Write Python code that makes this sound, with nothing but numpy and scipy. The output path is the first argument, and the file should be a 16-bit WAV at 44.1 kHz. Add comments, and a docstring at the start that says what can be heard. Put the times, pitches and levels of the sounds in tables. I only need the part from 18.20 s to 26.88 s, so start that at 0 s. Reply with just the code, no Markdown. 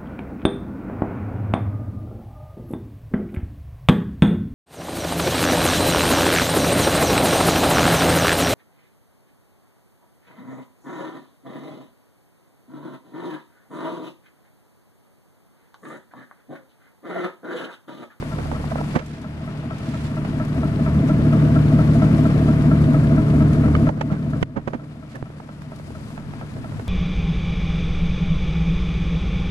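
"""A slow three-cylinder diesel throbs through the hull of a wooden boat under way on calm water.
Its valve gear chirps and taps over the hum of a faster auxiliary machine; the bow wave hisses.
Heard from the deck beside the wheelhouse, on a camera's stereo microphone in a light head wind.
The camera swings towards the wheelhouse and back. A finger covers and rubs the right port and knocks
on the casing; the deck sound ducks at three knocks. Near the end, dry engine taps stand out."""
import sys
import numpy as np
from scipy import signal
from scipy.fft import rfft, irfft, next_fast_len
from scipy.io import wavfile
from scipy.ndimage import uniform_filter1d

SR = 44100
rng = np.random.default_rng(int(sys.argv[2]) if len(sys.argv) > 2 else 0)


def persist_wave(psi):
    """Save psi, clipped to +-1, as 16-bit WAV."""
    counts = np.round(np.clip(psi, -1, 1) * 32767).astype(np.int16)
    wavfile.write(sys.argv[1], SR, np.atleast_2d(counts).T)


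N = 382788
TIME = np.arange(N) / SR
CYCLE_S, CYCLE_START_S = .23123, 1.978  # one round of the diesel's three firings
IN_CYCLE = (TIME - CYCLE_START_S) % CYCLE_S


def amp(db):
    return 10 ** (np.asarray(db) / 20)

def unit_rms(x):
    return x / np.sqrt(np.mean(x ** 2) + 1e-20)

def over_time(points):
    return np.interp(TIME, *np.transpose(points))

def at_pitch(points, hz):
    pitches, values = np.transpose(points)
    return np.interp(np.log(hz + 1), np.log(pitches + 1), values)

def coloured(x, spectrum):
    """Filters x by rows of pitch_hz, gain_db."""
    size = next_fast_len(x.shape[-1])
    gain = amp(at_pitch(spectrum, np.fft.rfftfreq(size, 1 / SR)))
    return irfft(rfft(x, size) * gain, size)[..., :x.shape[-1]]

def drift(hz):
    """Random wander of unit size, changing about hz times a second."""
    return unit_rms(np.interp(TIME * hz, np.arange(2000), rng.standard_normal(2000)))

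def bursts(per_s, decay_s):
    """Random pulses that start at once and die away."""
    starts = (rng.random(N) < per_s / SR) * rng.uniform(0.12, 1, N)
    return signal.lfilter([1], [1, -np.exp(-1 / (decay_s * SR))], starts)

def swells(rows):
    """One smooth rise and fall for each row."""
    return sum(amp(db) * np.exp(-((TIME - s) / half_s) ** 2) for s, db, half_s in rows)

def ports(x, lead_s):
    """The microphone's left port hears the sound a little earlier than the right."""
    return np.array([np.interp(TIME + lead_s, TIME, x), x])


# The diesel's firings, one row a cylinder: cycle_time_s, strength_db, decay_s
FIRINGS = [(.008, -2, 0.011), (.090, -7, 0.022), (.165, -5, 0.01)]

def throb(cycle_s, rest, rise_s=0.007):
    """Pressure over the cycle: each firing swells quickly and dies away above a steady rest."""
    pressure = 0
    for start_s, db, decay_s in FIRINGS:
        age = (cycle_s - start_s) % CYCLE_S
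        pressure += amp(db) * (1 - np.exp(-age / rise_s)) * np.exp(-age / decay_s)
    return rest + pressure

# The hull's answer to the firings, heard on deck: pitch_hz, gain_db
HULL = [(15, -42), (45, -8.5), (70, -4), (110, -5.5), (180, 1.5), (235, -1), (300, -4), (332, -5.5),
        (365, -18.5), (560, -31.5), (660, -13.5), (760, -53), (1500, -53), (4000, -78)]

def diesel(level_db=-20.5, turbulent_db=-2.5, rest=0.26, uneven_db=0.4, apart_db=-10):
    """Firings shake the hull: much the same rumble every cycle, plus turbulence that never repeats."""
    cycle_s = np.arange(round(CYCLE_S * SR)) / SR
    harmonics = rfft(throb(cycle_s, rest) * rng.standard_normal(len(cycle_s)))
    one_cycle = unit_rms(irfft(harmonics / abs(harmonics), len(cycle_s)))
    repeated = np.interp(IN_CYCLE, cycle_s, one_cycle)
    turbulent = unit_rms(throb(IN_CYCLE, rest) * rng.standard_normal(N))
    blows = (repeated + amp(turbulent_db) * turbulent) * amp(uneven_db * drift(21))
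    stereo = ports(blows, 0.000096) + amp(apart_db) * rng.standard_normal((2, N))
    return amp(level_db) * unit_rms(coloured(stereo, HULL))

# The diesel's rumble as the microphone swings to the wheelhouse and back: time_s, gain_db
WHEELHOUSE_SWING = [(0, -15.5), (.55, -11.5), (1.6, -11), (3.2, 1.5), (4.5, 1), (5.5, 1.5), (6.3, -2),
                    (7.1, -12.5), (8.68, -13)]

def nearness(share=1):
    """Gain near the wheelhouse; sounds with a smaller share of the swing carry further over the deck."""
    return amp(share * over_time(WHEELHOUSE_SWING))

def shaft_tones(rows, shaft_hz, waver_db, waver_turns, spread_turns):
    """Wavering multiples of a shaft speed; the less their phases spread, the more they pulse."""
    out = np.zeros(N)
    for multiple, db in rows:
        turns = multiple * shaft_hz * TIME + spread_turns * rng.random() + waver_turns * drift(2.45)
        out += amp(db + waver_db * drift(5)) * np.sin(2 * np.pi * turns)
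    return out

# Harmonics of the auxiliary machine: speed_multiple, level_db
HUM_HARMONICS = [(2, -29), (3, -23), (4, -16), (5, -29), (6, -26), (7, -27), (8, -31.5), (9, -39),
                 (11, -37.5), (12, -41.5), (13, -46.5), (14, -51)]

def auxiliary_hum(shaft_hz=37.318):
    """The faster machine hums at multiples of its speed."""
    hum = shaft_tones(HUM_HARMONICS, shaft_hz, waver_db=1.0, waver_turns=0.027, spread_turns=0.49)
    return ports(hum, 0.00013)

# Harmonics of the crank: cycle_rate_multiple, level_db
CRANK_HARMONICS = [(6, -40), (9, -39.5), (12, -55), (15, -42), (18, -30), (29, -30), (47, -36.5)]

def crank_shake():
    """The turning crank shakes the boat steadily, in step with the engine cycle."""
    shake = shaft_tones(CRANK_HARMONICS, 1 / CYCLE_S, waver_db=4.0, waver_turns=0.016, spread_turns=0.77)
    return ports(shake, 0.000093)

# How far a ring follows the swing; higher ones fade less with distance: pitch_hz, share
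SWING_SHARE = [(300, .9), (650, .68), (1300, .46)]

def cycle_rings(rows, uneven_db, scatter, slip_turns, rough, rise):
    """Short gliding tones at set angles of the cycle; rise is swell time as a share of fade time."""
    out = np.zeros(N)
    for peak_s, hz, db, fade_s, octaves_per_s in rows:
        cycles = (TIME - CYCLE_START_S - peak_s) / CYCLE_S
        nearest = np.round(cycles).astype(int)
        age = (cycles - nearest) * CYCLE_S
        strength, detune, slip = rng.standard_normal((64, 3))[nearest].T  # new in each cycle
        glided_s = age + np.log(2) * octaves_per_s * age ** 2 / 2
        turns = hz * (1 + scatter * detune) * glided_s + slip_turns * slip
        envelope = np.exp(-(age / np.where(age < 0, rise * fade_s, fade_s)) ** 2)
        gain = amp(db + uneven_db * strength) * nearness(at_pitch(SWING_SHARE, hz))
        out += gain * envelope * np.sin(2 * np.pi * turns)
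    return ports(out * (1 + rough * drift(200)), 0.00015)

# Thuds of the hull: cycle_time_s, pitch_hz, level_db, fade_s, glide_octaves_per_s
THUDS = [(.007, 278, -15.5, 0.0055, -5), (.017, 175, -11.5, 0.0055, -17), (.036, 170, -25.5, .006, 2),
         (.096, 112, -19, 0.0065, 0), (.108, 210, -13, .006, -7), (.171, 252, -13.5, 0.0082, -5),
         (.188, 225, -15, 0.012, 3.5)]

def hull_thuds():
    """The wooden hull rings low and briefly with each firing."""
    return cycle_rings(THUDS, uneven_db=0, scatter=0.0077, slip_turns=0.083, rough=0.082, rise=0.81)

# Squeaks of the valve gear: cycle_time_s, pitch_hz, level_db, fade_s, glide_octaves_per_s
SQUEAKS = [(-.003, 644, -22.2, .015, -4.5), (-.002, 1326, -26, .012, 0), (.016, 1335, -38, .014, 0),
           (.001, 1620, -41, .015, 2), (.008, 955, -38, .014, 0), (.085, 1335, -37, .010, 0),
           (.155, 1335, -41, .008, 0), (.159, 651, -25, .015, 1), (.05, 660, -37, .022, 0)]

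def valve_squeaks(right_db=-1.4):
    """The valve gear chirps in every cycle, slightly left of centre."""
    chirps = cycle_rings(SQUEAKS, uneven_db=.35, scatter=.01, slip_turns=.25, rough=.2, rise=.45)
    return chirps * amp([[0], [right_db]])

# The engine's rattling metal, heard on deck: pitch_hz, gain_db
CLATTER_COLOUR = [(200, -4), (420, 3), (650, 3.5), (800, -6.5), (1200, -2), (1700, -7.5), (2300, -12),
                  (3200, -26.5), (5000, -35), (12000, -40.5)]

def clatter(level_db=-34, flicker_db=1.5, apart_db=-6):
    """Dense rattle of the engine's metal parts, pulsing with the firings."""
    noise = ports(rng.standard_normal(N), 0.0002) + amp(apart_db) * rng.standard_normal((2, N))
    rattle = noise * throb(IN_CYCLE, rest=1.0) * amp(flicker_db * drift(120))
    return amp(level_db) * unit_rms(coloured(rattle, CLATTER_COLOUR))

# Dry taps of the valve gear: cycle_time_s, level_db, half_length_s, centre_hz
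TAPS = [(-.007, -29, .0035, 1100), (.007, -34, .003, 1000), (.044, -38, .005, 1300), (.12, -39, .004, 2300)]

def valve_taps(uneven_db=1):
    """Each tap of the valve gear is a short, dull clack about two octaves wide."""
    out = np.zeros(N)
    for peak_s, db, half_s, hz in TAPS:
        age = (IN_CYCLE - peak_s + CYCLE_S / 2) % CYCLE_S - CYCLE_S / 2
        band = [(hz / 8, -40), (hz / 2, -4), (hz, 0), (2 * hz, -6), (4 * hz, -32), (8 * hz, -60)]
        out += amp(db) * np.exp(-(age / half_s) ** 2) * unit_rms(coloured(rng.standard_normal(N), band))
    return ports(out * amp(uneven_db * drift(4.6)), 0.00022)

# Foam along the hull, heard from the deck: pitch_hz, gain_db
FOAM_COLOUR = [(30, -58), (150, 7.5), (500, 1.5), (1100, 1), (2200, -3), (3300, -8), (4900, -10.5),
               (5800, -14.5), (10000, -16.5), (12000, -20.5), (14000, -33), (15300, -38)]
# The foam's fizz above 4 kHz: time_s, gain_db
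FIZZ = [(0, -0.5), (.7, 0), (1.05, -4), (1.5, -6), (1.8, -1), (2.1, -3.5), (5.5, -1.5), (7.5, -0.5),
        (7.58, 2.5), (7.88, 4), (8.03, -1.5), (8.68, 2)]
# Surges added to the steady hiss, relative to it: peak_s, level_db, half_length_s
SURGES = [(3.75, -6, 0.87), (6.7, -14, 0.33)]

def bow_wave(level_db=-37.5, waver_db=0.03, flicker_db=2, drops_db=-10, drops_per_s=120, apart_db=1):
    """Foam hisses along the hull, with single drops and short spits of spray in it."""
    drops = (rng.random(N) < drops_per_s / SR) * rng.standard_normal(N)
    hiss = rng.standard_normal(N) * amp(flicker_db * drift(90)) + amp(drops_db) * unit_rms(drops)
    stereo = ports(hiss, 0.00015) + amp(apart_db) * rng.standard_normal((2, N))
    foam = unit_rms(coloured(stereo, FOAM_COLOUR))
    fizz = coloured(foam, [(2500, -30), (4000, -5), (6500, 0)])
    spray = 0.51 * bursts(per_s=14, decay_s=0.015)
    foam += fizz * (amp(over_time(FIZZ)) - 1 + spray)
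    return amp(level_db + waver_db * drift(5.5)) * (1 + swells(SURGES)) * foam

# Head wind right on the microphone: pitch_hz, gain_db
WIND_COLOUR = [(15, -19), (35, -23), (80, -4), (110, 4), (160, -4), (300, -12), (800, -44), (3000, -92)]
# Its gusts: peak_s, level_db, half_length_s
GUSTS = [(0, -39, 0.53), (6.25, -31, 0.3), (8.35, -32, 0.8)]

def head_wind(steady_db=-47, buffet_db=3.0, apart_db=-1):
    """A low, lumpy rumble of air moving past the camera, partly its own at each port."""
    air = rng.standard_normal(N) + amp(apart_db) * rng.standard_normal((2, N))
    strength = (amp(steady_db) + swells(GUSTS)) * amp(buffet_db * drift(13))
    return strength * unit_rms(coloured(air, WIND_COLOUR))

# The covered right port against the open left: pitch_hz, gain_db
COVERED_PORT = [(100, -0.47), (300, -1), (700, -1), (1300, -2.5), (2400, -6), (4300, -11.5), (8000, -18),
                (15000, -25)]

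def muffle_right(sound):
    """The finger keeps treble out of the right port throughout."""
    return np.array([sound[0], coloured(sound[1], COVERED_PORT)])

# The casing around the microphone, colouring creaks and knocks: pitch_hz, gain_db
CASING = [(100, 22), (300, 3), (550, 3), (950, -1.5), (1600, -5), (2500, -15), (3900, -29), (6000, -31),
          (10000, -47.5), (15000, -58)]
# Bouts in which the grip shifts: peak_s, level_db, half_length_s
GRIP_SHIFTS = [(.2, -34.5, 0.54), (3, -36.5, 0.4), (5.7, -38.5, 0.72), (8.0, -47.5, 1)]

def grip_creaks(per_s=16, slip_s=0.009, left_db=-14):
    """Small slips of the grip tick in the casing at random, mostly at the right port."""
    ticks = coloured(bursts(per_s, slip_s) * rng.standard_normal(N), CASING)
    ticks = coloured(ticks, [(150, -17.5), (500, 4), (2500, -15.5), (5000, -1)])  # light slips: less bass
    return ports(swells(GRIP_SHIFTS) * unit_rms(ticks), 0.00047) * amp([[left_db], [0]])

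# Dry knocks: a finger on the casing, plus late engine taps, roughly one per cycle:
# time_s, level_db, half_length_s, treble_db, lowest_ring_hz
KNOCKS = [(0.026, -19.5, 0.0023, -2, 450), (.188, -24.5, 0.0059, 1, 500), (0.316, -18.5, 0.0019, -3, 740),
          (.337, -27, .002, -6, 700), (0.443, -22, 0.002, -10, 760), (.521, -19.5, 0.0037, -7, 690),
          (.558, -17.5, 0.003, -8, 646), (.613, -18.5, 0.0027, -18, 614), (0.744, -25, 0.0023, 0, 500),
          (0.761, -10, 0.0085, 2, 218), (0.794, -27.5, 0.009, 13, 453), (2.05, -24, 0.0024, 5, 700),
          (5.691, -17, 0.0028, 1, 730), (5.813, -16.5, 0.0036, 9, 593), (5.925, -22, 0.02, -1.5, 198),
          (6.2292, -12.5, 0.0022, 9, 260), (6.373, -16.5, 0.012, -4.5, 212),
          (6.479, -15, 0.0053, -0.5, 271), (6.535, -18, 0.0027, -1, 260), (6.545, -20, 0.009, -2.5, 228),
          (6.957, -31.5, 0.014, 4, 300), (7.027, -16, 0.0005, -3, 278), (7.103, -28.5, 0.001, -10, 326),
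          (7.202, -28, 0.0018, -7, 620), (7.292, -29, .0018, -2, 590), (7.42, -33, 0.0015, 3, 1100),
          (7.521, -33, 0.0024, -9, 497), (7.598, -29.5, 0.0017, -6, 500), (7.706, -28.5, 0.0019, -10, 297),
          (7.905, -32.5, 0.0013, 0, 800), (7.978, -23.5, 0.0012, 0, 740), (8.137, -27, 0.0013, 1, 750),
          (8.213, -26.5, 0.002, -1, 690), (8.368, -29, 0.0017, 0, 400), (8.445, -26, 0.0015, -5, 646),
          (8.522, -29, 0.0017, -3, 653), (8.597, -26, 0.0036, 1, 397)]

def dry_knocks(left_db=-9, apart=0.62, ring_q=1.97, lead_s=0.00028):
    """Each knock is a quick burst of noise with its own lowest ring, loudest at the right port."""
    out = np.zeros((2, N))
    t = np.arange(-2048, 2048) / SR
    hz = np.fft.rfftfreq(len(t), 1 / SR)
    for time_s, db, half_s, treble_db, ring_hz in KNOCKS:
        envelope = np.exp(-np.logaddexp(-3 * (t / half_s + 0.37), t / half_s + 0.31))  # sharp onset
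        burst = rng.standard_normal((2, len(t))) * envelope
        burst[0] = apart * burst[0] + np.interp(t + lead_s, t, burst[1])
        force = rfft(burst)
        force /= np.sqrt(uniform_filter1d(abs(force) ** 2, size=41, axis=1))  # excites all pitches alike
        ratio = 1j * hz / ring_hz
        resonant_highpass = ratio ** 2 / (ratio ** 2 + ratio / ring_q + 1)
        colour_db = at_pitch(CASING, hz) + at_pitch([(900, 0.0067), (3000, treble_db)], hz)
        knock = irfft(force * resonant_highpass * amp(colour_db)) * amp([[left_db], [0]])
        knock *= amp(db) * np.linalg.norm(envelope / envelope.max()) / np.linalg.norm(knock[1])
        at = round(time_s * SR) + np.arange(len(t)) - len(t) // 2
        inside = (at >= 0) & (at < N)
        out[:, at[inside]] += knock[:, inside]
    return out

# Finger strokes right on the microphone: peak_s, level_db, half_length_s
RUBS = [(.73, -44.5, 0.034), (.89, -48.5, 0.14), (1.3, -54, .16), (1.57, -50, .06), (1.675, -45.5, 0.059),
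        (1.79, -44.5, 0.081), (1.87, -45, .025), (5.925, -49, 0.019), (6.92, -50.5, 0.024)]
# Skin on plastic: pitch_hz, gain_db
SKIN_COLOUR = [(300, -23), (1800, 15), (4500, 7.5), (9000, -2), (12000, -15), (15000, -28)]

def finger_rubs(left_db=-14, flicker_db=2.1):
    """Soft hiss of skin sliding across the right port."""
    friction = rng.standard_normal((2, N)) * amp(flicker_db * drift(200))
    return swells(RUBS) * unit_rms(coloured(friction, SKIN_COLOUR)) * amp([[left_db], [0]])

# Dips of the deck sound at three hard knocks: start_s, drop_db, recovery_s
DIPS = [(0.764, 9, 0.58), (5.681, 10, 1.15), (6.225, 11.5, 2.9)]

def level_dips(fall_s=0.022):
    """A gain that drops quickly and creeps back."""
    gain_db = np.zeros(N)
    for start_s, drop_db, recovery_s in DIPS:
        age = np.maximum(TIME - start_s, 0)
        gain_db -= drop_db * np.minimum(age / fall_s, 1) * np.exp(-age / recovery_s)
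    return amp(gain_db)

# Tiny snaps, mostly to the left: start_s, relative_db, left_minus_right_db, decay_s
SNAPS = [(0.8599, -40, 0.5, 0.0069), (1.0156, -46, 3, 0.008), (1.5818, -44, 11.0, 0.008),
         (1.955, -44, 6, 0.008), (2.2483, -44, 14, 0.0086), (4.4194, -44, 17.5, 0.008),
         (5.3294, -42, 20, 0.0066), (6.9541, -43, 2.0, 0.008), (7.4175, -46, 5, 0.008),
         (7.5587, -48, 17.0, 0.0069)]
# Their bright colour: pitch_hz, gain_db
SNAP_COLOUR = [(1000, -25), (3500, 0), (6000, 1), (10500, -5), (13000, -10), (15000, -22)]

def snaps(level_db=-5, rise_s=0.00077):
    """Tiny bright snaps of hiss that start at once and fade."""
    envelope = np.zeros((2, N))
    for start_s, db, pan_db, decay_s in SNAPS:
        age = np.maximum(TIME - start_s, 0)
        port_gains = amp([[db + pan_db / 2], [db - pan_db / 2]])
        envelope += port_gains * (1 - np.exp(-age / rise_s)) * np.exp(-age / decay_s)
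    return amp(level_db) * envelope * unit_rms(coloured(rng.standard_normal((2, N)), SNAP_COLOUR))

# Modes of small hard parts, towards the right port: start_s, pitch_hz, level_db, t60_s
CLINK_MODES = [(5.5505, 1230, -7, .021), (5.5505, 1520, -14, .027), (5.5505, 2200, -16, .024),
               (5.5505, 2990, -22, .03), (5.5505, 4350, -31, .014), (5.812, 544, -14, .04),
               (5.812, 900, -15, .035), (5.812, 1870, -22, .025), (5.812, 3390, -31, .02),
               (5.967, 1520, -33, .06), (6.133, 1330, -25, .03), (6.133, 1700, -29, .035),
               (6.228, 2100, -12, .014), (6.228, 2550, -14, .012), (6.228, 2950, -13.5, .014),
               (6.955, 1750, -26, .035)]

def clinks(left_db=-6, contact_s=0.0009):
    """Small hard parts ring on briefly after sharp taps."""
    out = np.zeros(N)
    for start_s, hz, db, t60_s in CLINK_MODES:
        age = np.clip(TIME - start_s, 0, 5 * t60_s)
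        envelope = amp(db - 60 * age / t60_s) * (1 - np.exp(-age / contact_s))
        out += envelope * np.sin(2 * np.pi * hz * age)
    return ports(out, 0.00018) * amp([[left_db], [0]])

# The fingertip lands flat on the right port: start_s, level_db, pitch_hz, t60_s, signed_left_share
THUMPS = [(6.2274, -2, 164, 0.022, -0.34), (7.027, -13.5, 121, 0.025, 0.45)]

def port_thumps():
    """The fingertip slaps the right port shut: one push of air and a few dying swings."""
    out = np.zeros((2, N))
    for start_s, db, hz, t60_s, left_share in THUMPS:
        age = np.clip(TIME - start_s, 0, 5 * t60_s)
        out += np.outer([left_share, 1], amp(db - 60 * age / t60_s) * np.sin(2 * np.pi * hz * age))
    return out


def scene():
    """Engine, water and wind reach a half-covered microphone; knocks and handling noise sit on top."""
    engine = auxiliary_hum() * nearness(0.96) + crank_shake() * nearness(0.5)
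    engine += hull_thuds() + valve_squeaks() + diesel() * nearness()
    engine += clatter() * nearness(0.81) + valve_taps() * nearness(0.31)
    deck = (engine + bow_wave() + head_wind()) * level_dips()
    foreground = dry_knocks() + port_thumps() + grip_creaks() + clinks() + finger_rubs() + snaps()
    return muffle_right(deck) + foreground

def record(dry):
    """The recorder's band limit."""
    edge_hz = 15300
    lowpass = signal.firwin(511, edge_hz, window=("kaiser", 9), fs=SR)
    return signal.oaconvolve(dry, lowpass[None], "same")


dry = scene()
out = record(dry)
persist_wave(out)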